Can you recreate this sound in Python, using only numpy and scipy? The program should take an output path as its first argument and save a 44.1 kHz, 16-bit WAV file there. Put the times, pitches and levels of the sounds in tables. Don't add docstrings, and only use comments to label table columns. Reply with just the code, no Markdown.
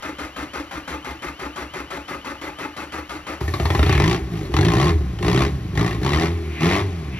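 import sys
import numpy as np
from scipy import signal
from scipy.fft import rfft, irfft
from scipy.io import wavfile
from scipy.ndimage import uniform_filter1d

SR = 44100
rng = np.random.default_rng(int(sys.argv[2]) if len(sys.argv) > 2 else 0)


def master(y):
    cut = np.clip(np.atleast_2d(y).T, -1, 1)
    pcm = np.round(cut * 32767)
    wavfile.write(sys.argv[1], SR, pcm.astype(np.int16))


def gain_from_db(level_db):
    decades = np.asarray(level_db, float) / 20
    return 10 ** decades


N = 317079
TIME = np.arange(N) / SR

# (time [s], firings a second [Hz])
ENGINE = [(3.41, 21), (3.7, 25.2), (4.04, 50), (4.2, 66), (4.53, 42), (4.66, 54), (4.76, 55.2), (4.9, 86.4),
          (5.2, 48), (5.5, 73.7), (5.75, 42.6), (5.83, 60.3), (5.9, 53), (6.21, 82.6), (6.32, 84.5),
          (6.58, 74.3), (6.8, 102.6), (7.19, 57)]
# (start [s], end [s], effort at start [dB], effort at end [dB],
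# unevenness while coasting afterwards [dB])
SURGES = [
    (3.407, 3.74, -26, -23, -30),
    (3.768, 4.127, -22.5, -28.5, -33),
    (4.33, 4.456, -37.5, -37.5, -41),
    (4.54, 4.859, -29.5, -26.5, -28.5),
    (5.237, 5.429, -28, -28, -28),
    (5.77, 5.943, -29, -34.5, -29),
    (6.026, 6.24, -32.5, -28.5, -62),
    (6.625, 6.768, -27, -29.5, -31),
]
# (time [s], crack [dB], panel pitch [Hz], boom [dB])
CATCHES = [(3.411, -20, 926, -19), (3.479, -20, 1830, -18.5), (3.538, -11, 1190, -23),
           (3.599, -13.5, 1210, -14.5), (3.654, -6, 1100, -16), (3.703, -7.5, 1050, -15),
           (3.749, -6.5, 1080, -15.5), (3.793, -8.5, 1110, -12), (3.829, -7, 1330, -16),
           (3.863, -9.5, 1300, -6), (3.894, -7.5, 1170, -15.5), (3.926, -7, 1085, -4),
           (3.951, -11, 1730, -3), (3.978, -11, 2180, -12), (4, -7, 1120, -10)]
# (time [s], crack [dB], panel pitch [Hz])
KNOCKS = [(4.04, -7, 1030), (4.078, -8.5, 1080), (4.096, -12.5, 1070), (4.112, -8, 1960),
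          (4.145, -12.5, 1190), (4.54, -9.5, 1080), (4.566, -6, 1000), (4.588, -8.5, 2166),
          (4.61, -7.5, 1080), (4.649, -6, 1000), (4.736, -9.5, 1050), (4.783, -13.5, 1010),
          (4.828, -9, 1080), (5.188, -21.5, 1820), (5.227, -12.5, 1016), (5.247, -14, 1920),
          (5.281, -8, 1220), (5.376, -8.5, 1220), (5.42, -7.5, 1080), (5.754, -20, 1090),
          (5.775, -11.5, 1877), (5.811, -12.5, 1150), (5.863, -13.5, 1040), (5.909, -18, 1920),
          (6.063, -11.5, 1106), (6.133, -8, 1947), (6.197, -11.5, 1030), (6.607, -14.5, 1180),
          (6.632, -9.5, 1208), (6.763, -12, 2010)]


def evened(x):
    return x / np.sqrt(np.mean(x ** 2) + 1e-20)


def read(points, hz):
    f, value = np.transpose(points)
    return np.interp(np.log(hz + 1), np.log(f + 1), value)


def curves(rows, t=TIME):
    s, *columns = np.transpose(rows)
    return [np.interp(t, s, c) for c in columns]


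def shape(x, gain):
    return irfft(rfft(x) * gain(np.fft.rfftfreq(N, 1 / SR)), N)


def noise(points):
    return evened(shape(rng.standard_normal(N), lambda hz: gain_from_db(read(points, hz))))


def decay(x, seconds):
    return signal.lfilter([1], [1, -np.exp(-1 / (seconds * SR))], x)


def resonate(x, hz, width):
    r = np.exp(-np.pi * width / SR)
    if np.ndim(hz) == 0:
        return 2 * signal.lfilter([1 - r], [1, -r * np.exp(2j * np.pi * hz / SR)], x).real
    turn = np.exp(2j * np.pi * np.cumsum(hz) / SR)
    return 2 * (turn * signal.lfilter([1 - r], [1, -r], x * turn.conj())).real


def body(x, modes):
    rung = sum((-1) ** k * gain_from_db(db) * resonate(x, hz, width) for k, (hz, width, db) in enumerate(modes))
    return rung / np.sqrt(sum(gain_from_db(2 * db) * np.pi * width * 2 / SR for _, width, db in modes))


def wander(width):
    return evened(uniform_filter1d(uniform_filter1d(rng.standard_normal(N), int(width)), int(width)))


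def ramp(t, top_s, end_s, rise, fall):
    return -rise * np.maximum(top_s - t, 0) - fall * np.maximum(t - end_s, 0)


def latest(starts, places):
    return np.clip(np.searchsorted(starts, places) - 1, 0, None)


def latest_firing(at):
    return np.clip(np.searchsorted(at, np.arange(N), "right") - 1, 0, None)


def starter():
    # (time [s], peak of the grinding teeth [dB], housing [dB])
    stroke_table = [(0.0234, -38, 0), (0.184, -37, -1.4), (0.361, -35, -1.5), (0.5337, -35, -0.5),
                    (0.7108, -37.5, -2.5), (0.8762, -33, -0.4), (1.045, -39, -1.2), (1.2208, -39.5, 0.5),
                    (1.3934, -40, -0.8), (1.5589, -35, -0.8), (1.736, -37.5, -1.5), (1.904, -36, 0.3),
                    (2.0794, -39, -0.2), (2.2459, -39, -1), (2.414, -39.5, -0.3), (2.586, -38.5, 1.5),
                    (2.7647, -36, -3), (2.9212, -38, 0.2), (3.0936, -38, -1.4), (3.2667, -34.5, 0)]
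    stroke_speed = [(0, 1.01), (.05, 1.04), (.42, .72), (.47, .75), (.82, .95), (1, 1.01)]
    # (pitch [Hz], width [Hz], level [dB])
    housing_modes = [(296, 70, 0), (545, 32, -3), (853, 34, -2), (1220, 110, -2), (2080, 150, -6),
                     (2550, 130, -10)]
    # (frequency [Hz], level per Hz [dB])
    grind_colour = [(59, -53), (100, -18), (177, -7.5), (214, -14), (281, -4.5), (378, -20.5), (541, -8),
                    (742, -12.5), (1210, -9), (6120, -27.5), (8410, -25.5), (11500, -36.5), (15500, -43)]
    mesh_hz, whine_hz, thud_hz = 408.4, 3105, 65.3
    bite_s, loaded_s, let_go_s = 0.0042, 0.069, .014
    s, peak_db, housing_db = np.transpose(stroke_table)
    which = latest(s, TIME)
    since = np.where(TIME < s[0], TIME - s[0] + .171, TIME - s[which])
    speed = curves(stroke_speed, since / np.r_[np.diff(s), .145][which])[0]

    throb = np.cos(2 * np.pi * (since - 0.029) / 0.0414)
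    loaded = np.minimum(since, loaded_s)
    free = np.clip((since - loaded_s) / let_go_s, 0, 1)
    groan_db = 11 * throb + 60 * loaded + ramp(since, 0, loaded_s, 0, 366)
    ring_db = 1.8 + 70 * loaded - 12 * free + ramp(since, bite_s, loaded_s, 22 / bite_s, 73)
    grind_db = np.maximum(-55 * loaded + ramp(since, 0, loaded_s, 0, 256), -22)
    whine_db = 10.5 - 28 * np.clip(since / 0.039, 0, 1) + 22 * free
    thud_db = np.maximum(-6 * ((since - 0.059) / 0.028) ** 2 + 1.3 * throb, -24)
    levels = [groan_db, ring_db, grind_db, whine_db, thud_db]
    groan_db, ring_db, grind_db, whine_db, thud_db = uniform_filter1d(levels, size=90)

    turns = np.cumsum(mesh_hz * speed * (1 + .02 * wander(100))) / SR
    teeth = (np.diff(np.floor(turns), prepend=0) > 0) * gain_from_db(2.2 * rng.standard_normal(N))
    scrape = rng.standard_normal(N) * gain_from_db(4.1 * wander(60))
    drive = 0.74 * evened(teeth - teeth.mean()) + 0.68 * scrape
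    groan = body(drive * gain_from_db(groan_db + housing_db[which] - 41.5), housing_modes[:3])
    ring = body(drive * gain_from_db(ring_db + housing_db[which] - 38.5), housing_modes[3:])
    mesh = np.sin(2 * np.pi * turns) * gain_from_db(ring_db + housing_db[which] - 54.5 + 2.5 * wander(140))
    grind = noise(grind_colour) * gain_from_db(grind_db + 0.29 * (peak_db[which] + 41.5) - 34 + 0.61 * wander(30))
    whine_turns = np.cumsum(whine_hz * speed * (1 + .009 * wander(60))) / SR
    whine = np.sin(2 * np.pi * whine_turns) * gain_from_db(4.5 * wander(70) - 54)
    whine *= gain_from_db(whine_db + ramp(TIME, 0, 3.39, 0, 900))
    thud_turns = thud_hz * np.cumsum(1 + 0.094 * wander(280)) / SR
    thud = np.sin(2 * np.pi * thud_turns) * gain_from_db(thud_db - 39.5 + 0.51 * wander(900))
    engaged = np.interp(TIME, [3.42, 3.62], [1, 0])
    return engaged * (groan + mesh + ring + grind + whine + thud)


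def tail(t60s, late_s):
    taps = np.zeros(SR // 2)
    at = np.arange(int(late_s * SR), SR // 2 - 20, 20)
    taps[at + rng.integers(0, 20, len(at))] = rng.choice([-1., 1.], len(at))
    hz, t, z = signal.stft(taps, SR, nperseg=512)
    out = signal.istft(z * gain_from_db(-60 * t / read(t60s, hz)[:, None]), SR, nperseg=512)[1]
    return out / np.linalg.norm(out)


def garage_echo(x):
    # (frequency [Hz], time to fall by 60 dB [s])
    echo_times = [(60, 0.41), (500, 0.21), (3000, 0.12), (12000, 0.07)]
    turn = np.pi * TIME / .09
    return sum(signal.oaconvolve(x * np.cos(turn + k * np.pi / 3), tail(echo_times, .004))[:N]
               for k in range(3))


def yard_air():
    # (frequency [Hz], level [dB])
    air_colour = [(40, -56), (200, -68.5), (2000, -68), (15000, -93)]
    return gain_from_db(30.5) * shape(rng.standard_normal(N), lambda hz: gain_from_db(read(air_colour, hz)))


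def firings():
    turns = np.cumsum(curves(ENGINE)[0]) / SR
    clear_s = np.array([row[0] for row in CATCHES + KNOCKS])
    clear = turns[np.r_[np.round(clear_s * SR).astype(int), N - 1]]
    number = np.r_[0, np.cumsum(np.maximum(np.round(np.diff(clear)), 1))].astype(int)
    at = np.searchsorted(turns, np.interp(np.arange(number[-1]), number, clear))
    return at, number[:-1]


def effort(fall, coast_db, late_s=0):
    t = TIME[::64] - late_s
    db = [np.interp(t, [a, b], [a_db, b_db]) + ramp(t, a, b, 497, fall) for a, b, a_db, b_db, _ in SURGES]
    both = gain_from_db(2 * np.max(db, axis=0)) + gain_from_db(2 * (coast_db + 0 * TIME)[::64])
    return np.interp(TIME, TIME[::64], 10 * np.log10(both))


def coasting(db, db_per_octave):
    return db + db_per_octave * np.log2(curves(ENGINE)[0] / 74.4)


def fuel_level():
    return effort(160, coasting(-41, 5.7))


def unevenness():
    return np.transpose(SURGES)[-1][latest(np.transpose(SURGES)[0], TIME)]


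def sag(at):
    since = TIME - TIME[at][latest_firing(at)]
    return -uniform_filter1d(209 * since * np.interp(curves(ENGINE)[0], [19, 30], [1, 0]), size=200)


def knock(at, clear):
    # (pitch [Hz], width [Hz], level [dB])
    block_modes = [(827, 133, -0.5), (1080, 29, -4), (1920, 190, -2), (2716, 13, -3), (3630, 360, -12.5),
                   (4800, 32, -25)]
    # (frequency [Hz], level per Hz [dB])
    crack_colour = [(260, -2), (450, -8), (614, -5), (802, -0.5), (903, -15), (1060, -1.5), (1580, -14.5),
                    (1860, -6.5), (2510, -11), (6100, -20), (8320, -19), (11500, -26.5), (15500, -59)]
    panel_pitches = [1090, 1892]

    def chance():
        return rng.standard_normal(len(at))

    fuel_db = fuel_level()[at]
    peak_db = fuel_db + 15.0 + 1.4 * chance()
    peak_db -= np.interp(fuel_db, [-40, -33], [16, 0])
    low_hz = np.where(chance() < .3, *panel_pitches) * np.exp(0.071 * chance())
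    high_hz = 3100 * np.exp(0.217 * chance())
    panel_db = 2.3 * chance()
    peak_db[clear], low_hz[clear] = np.transpose([row[1:3] for row in CATCHES + KNOCKS])
    panel_db[clear] = -.6 * (peak_db[clear] - fuel_db[clear] - 15)
    blows = np.zeros(N)
    blows[at] = gain_from_db(peak_db)

    crack = gain_from_db(-7.0) * uniform_filter1d(decay(blows, 0.005), 30) * noise(crack_colour)
    dull = np.interp(curves(ENGINE)[0], [22, 55], [.75, 0])
    crack = (1 - dull) * crack + dull * uniform_filter1d(crack, size=9)
    which = latest_firing(at)
    quick = decay(blows, 0.0062) * rng.standard_normal(N)
    ring = sum(resonate(quick * gain_from_db(db + 3 * chance()[which]), hz, 1.6 * width)
               for hz, width, db in block_modes)
    low = resonate(resonate(blows * gain_from_db(panel_db[which]), low_hz[which], 93), low_hz[which], 195)
    high = resonate(resonate(blows, high_hz[which], 75), high_hz[which], 290)
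    struck = crack + gain_from_db(0.5) * ring + gain_from_db(30.0) * low + gain_from_db(23.0) * high
    return shape(struck, lambda hz: 1 / np.sqrt(1 + (hz / 7000) ** 3))


def valve_rattle(at):
    # (frequency [Hz], level per Hz [dB])
    rattle_colour = [(260, -2), (450, -8), (614, -5), (802, -0.5), (903, -15), (1060, -1.5), (1580, -14.5),
                     (1860, -6.5), (2510, -11), (6100, -20), (8320, -19), (11500, -26.5), (15500, -59)]
    fuel_db = fuel_level()
    gap_db = np.interp(fuel_db, [-38, -30], [0, -4])
    rattle = noise(rattle_colour) * gain_from_db(fuel_db + gap_db + sag(at) - 4.5 + wander(80))
    return rattle * (TIME > SURGES[0][0])


def gas_puffs(at):
    cylinder_levels = [3.4, 1, 8, -4.5]
    rate = curves(ENGINE)[0]
    uneven_db = np.resize(cylinder_levels, len(at)) * np.interp(rate[at], [28, 45], [0, 1])
    puffs = np.zeros(N)
    puffs[at] = gain_from_db(uneven_db + 1.6 * rng.standard_normal(len(at)))
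    return puffs / np.sqrt(rate / SR)


def exhaust_hose(at, puffs):
    # (pitch [Hz], width [Hz], level [dB])
    hose_modes = [(296.4, 107, -5.5), (349.5, 59, 0.46), (410, 23.4, 0)]
    rate = curves(ENGINE)[0]
    flow = decay(puffs * np.sqrt(rate), 0.0033) * rng.standard_normal(N)
    hose = body(puffs + 0.24 * evened(flow) + 0.3 * rng.standard_normal(N), hose_modes)
    hose = shape(hose, lambda hz: 1 / np.sqrt(1 + (hz / 440) ** 16) / np.sqrt(1 + (240 / (hz + 1)) ** 4))
    cycle = np.interp(np.arange(N), at, np.arange(len(at))) % 1
    hose = hose * gain_from_db(uniform_filter1d(9 * (.5 - cycle), size=60) * np.interp(rate, [60, 85], [1, 0]))
    return hose * gain_from_db(hose_level(at) + 2)


def hose_level(at):
    slow_db = np.interp(curves(ENGINE)[0], [22, 34], [6, 0])
    return effort(110, coasting(-44.5, 14)) + 4 + 3.9 * sag(at) - slow_db


def slowness():
    return np.interp(curves(ENGINE)[0], [32, 50], [1, 0])


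def silencer(at, puffs):
    # (pitch [Hz], width [Hz], level [dB])
    silencer_modes = [(69.2, 13.5, -2.5), (113.4, 11.3, -1), (170.5, 21, -0.5)]
    # (pitch [Hz], width [Hz], level [dB])
    first_modes = [(70.7, 10, 0), (138, 46, -6.5)]
    s, _, _, boom_db = np.transpose(CATCHES)
    boom_db = uniform_filter1d(boom_db[latest(s, TIME)], size=200) + .8 * sag(at)
    first_db = np.where(TIME < SURGES[1][1], boom_db, hose_level(at) + 15.5)
    first = resonate(body(puffs, first_modes), 73, 52) * gain_from_db(first_db)
    thump = body(puffs + .35 * rng.standard_normal(N), silencer_modes)
    thump = uniform_filter1d(uniform_filter1d(thump, size=40), size=30)
    thump *= gain_from_db(effort(97.96, np.maximum(unevenness() - 5, -41)) + 1.5)
    return slowness() * first + (1 - slowness()) * thump


def exhaust_tones():
    # (frequency [Hz], gain [dB])
    pipe_gain = [(40, -5), (55, -3), (75, 4), (115, 5), (170, 2.2), (215, -7), (310, -13), (430, -3.5)]
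    # (multiple of the firing rate [1], level [dB])
    whirr_orders = [(3, -43), (4.5, -37)]
    rate, uneven_db, idle_db = curves(ENGINE)[0], unevenness(), -56
    orders_db = [effort(94.86, coasting(-34, 2.2), .12) + 0.07,
                 effort(200, uneven_db - 15.5) + 1.5,
                 effort(260, uneven_db - 18) + 2.0,
                 effort(180, idle_db) + 12 * np.log2(rate / 90) + 7.5,
                 effort(450, idle_db) + 9 * np.log2(rate / 90) + 2]
    turns = 2 * np.pi * np.cumsum(rate) / SR
    cold = (TIME < 6.05) * np.interp(effort(250, idle_db), [-42, -34], [1, 0])
    waver_db = 1.3 + 4 * cold
    tones = np.zeros(N)
    for order, db in enumerate(orders_db, 1):
        hz = order * rate
        db = db + read(pipe_gain, hz) + ramp(hz, 0, 435, 0, 0.52)
        tones += gain_from_db(db + 3.0 + waver_db * wander(550)) * np.sin(order * turns)
    whirr = sum(gain_from_db(db + 2 * wander(600)) * np.sin(order * turns) for order, db in whirr_orders)
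    tones += gain_from_db(ramp(TIME, 6.3, 6.58, 343, 585)) * whirr
    return (1 - slowness()) * tones


def belts_and_fan():
    # (frequency [Hz], level per Hz [dB])
    hiss_colour = [(1500, -14), (4000, -2), (7000, -2.2), (12000, -5), (15500, 0)]
    hiss_db = effort(170, -48.5) * 0.63 - 30 + ramp(TIME, SURGES[0][0], 6.8, 2000, 30)
    return noise(hiss_colour) * gain_from_db(hiss_db)


def intake():
    # (time of the top [s], level [dB], rise [dB/s], fall [dB/s])
    gulp_table = [
        (3.92, -27.5, 130, 91),
        (6.1, -44, 188, 37),
        (6.58, -39, 165, 45),
        (6.75, -28, 103, 350),
        (7.19, -37.5, 155, 100),
    ]
    air = evened(resonate(resonate(rng.standard_normal(N), 2460, 730), 1880, 1200))
    return air * sum(gain_from_db(db + ramp(TIME, s, s, rise, fall)) for s, db, rise, fall in gulp_table)


def scene():
    at, clear = firings()
    puffs = gas_puffs(at)
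    running = np.interp(TIME, [3.39, 3.41], [0, 1])
    exhaust = running * (exhaust_hose(at, puffs) + silencer(at, puffs))
    dry = starter() + knock(at, clear) + valve_rattle(at) + exhaust + belts_and_fan() + intake()
    mix = dry + gain_from_db(-11.0) * garage_echo(dry) + running * exhaust_tones() + yard_air()
    return np.tile(mix, (2, 1))


def top_cut(x):
    return signal.sosfilt(signal.butter(12, 15740, fs=SR, output="sos"), x)


def record(dry):
    # (frequency [Hz], level [dB])
    port_levels = [(60, -4), (110, 2), (200, -2), (380, 0.0), (700, 5), (1290, 6.5), (2380, 0.5), (4400, 6),
                   (8120, 2), (15000, -1.5)]
    # (frequency [Hz], phase [rad])
    port_phases = [(0, 0.036), (1290, 0.96), (1720, 0.72), (3100, 1.15), (4300, 1.22), (5250, 1.8),
                   (6120, -1.44),
                   (8350, -np.pi), (11800, -2 * np.pi), (15300, -3 * np.pi)]
    # (frequency [Hz], level [dB])
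    scatter_levels = [(60, -28), (300, -20), (700, -10), (1500, -7), (4000, -4), (8400, -2), (11300, -20),
                      (14000, -7)]
    hz = np.fft.rfftfreq(N, 1 / SR)
    lead = np.interp(hz, *np.transpose(port_phases))
    half = gain_from_db(read(port_levels, hz) * (hz > 300) / 2) * np.exp(.5j * lead)
    bins, _, z = signal.stft(dry[0], SR, nperseg=256)
    z = z * np.exp(2j * np.pi * rng.random(z.shape)) * gain_from_db(read(scatter_levels, bins))[:, None]
    unlike = rfft(signal.istft(z, nperseg=256)[1][:N])
    cut = 1 / np.sqrt(1 + (46 / (hz + 1)) ** 8) * (hz < 15750)
    cut = cut * gain_from_db(-6 * np.exp(-((hz - 8300) / 750) ** 2))
    ports = irfft((rfft(dry) * [half, 1 / half] + [unlike, -unlike]) * cut, N)
    return top_cut(0.69 * np.tanh(ports / 0.71))


dry = scene()
out = record(dry)
master(out)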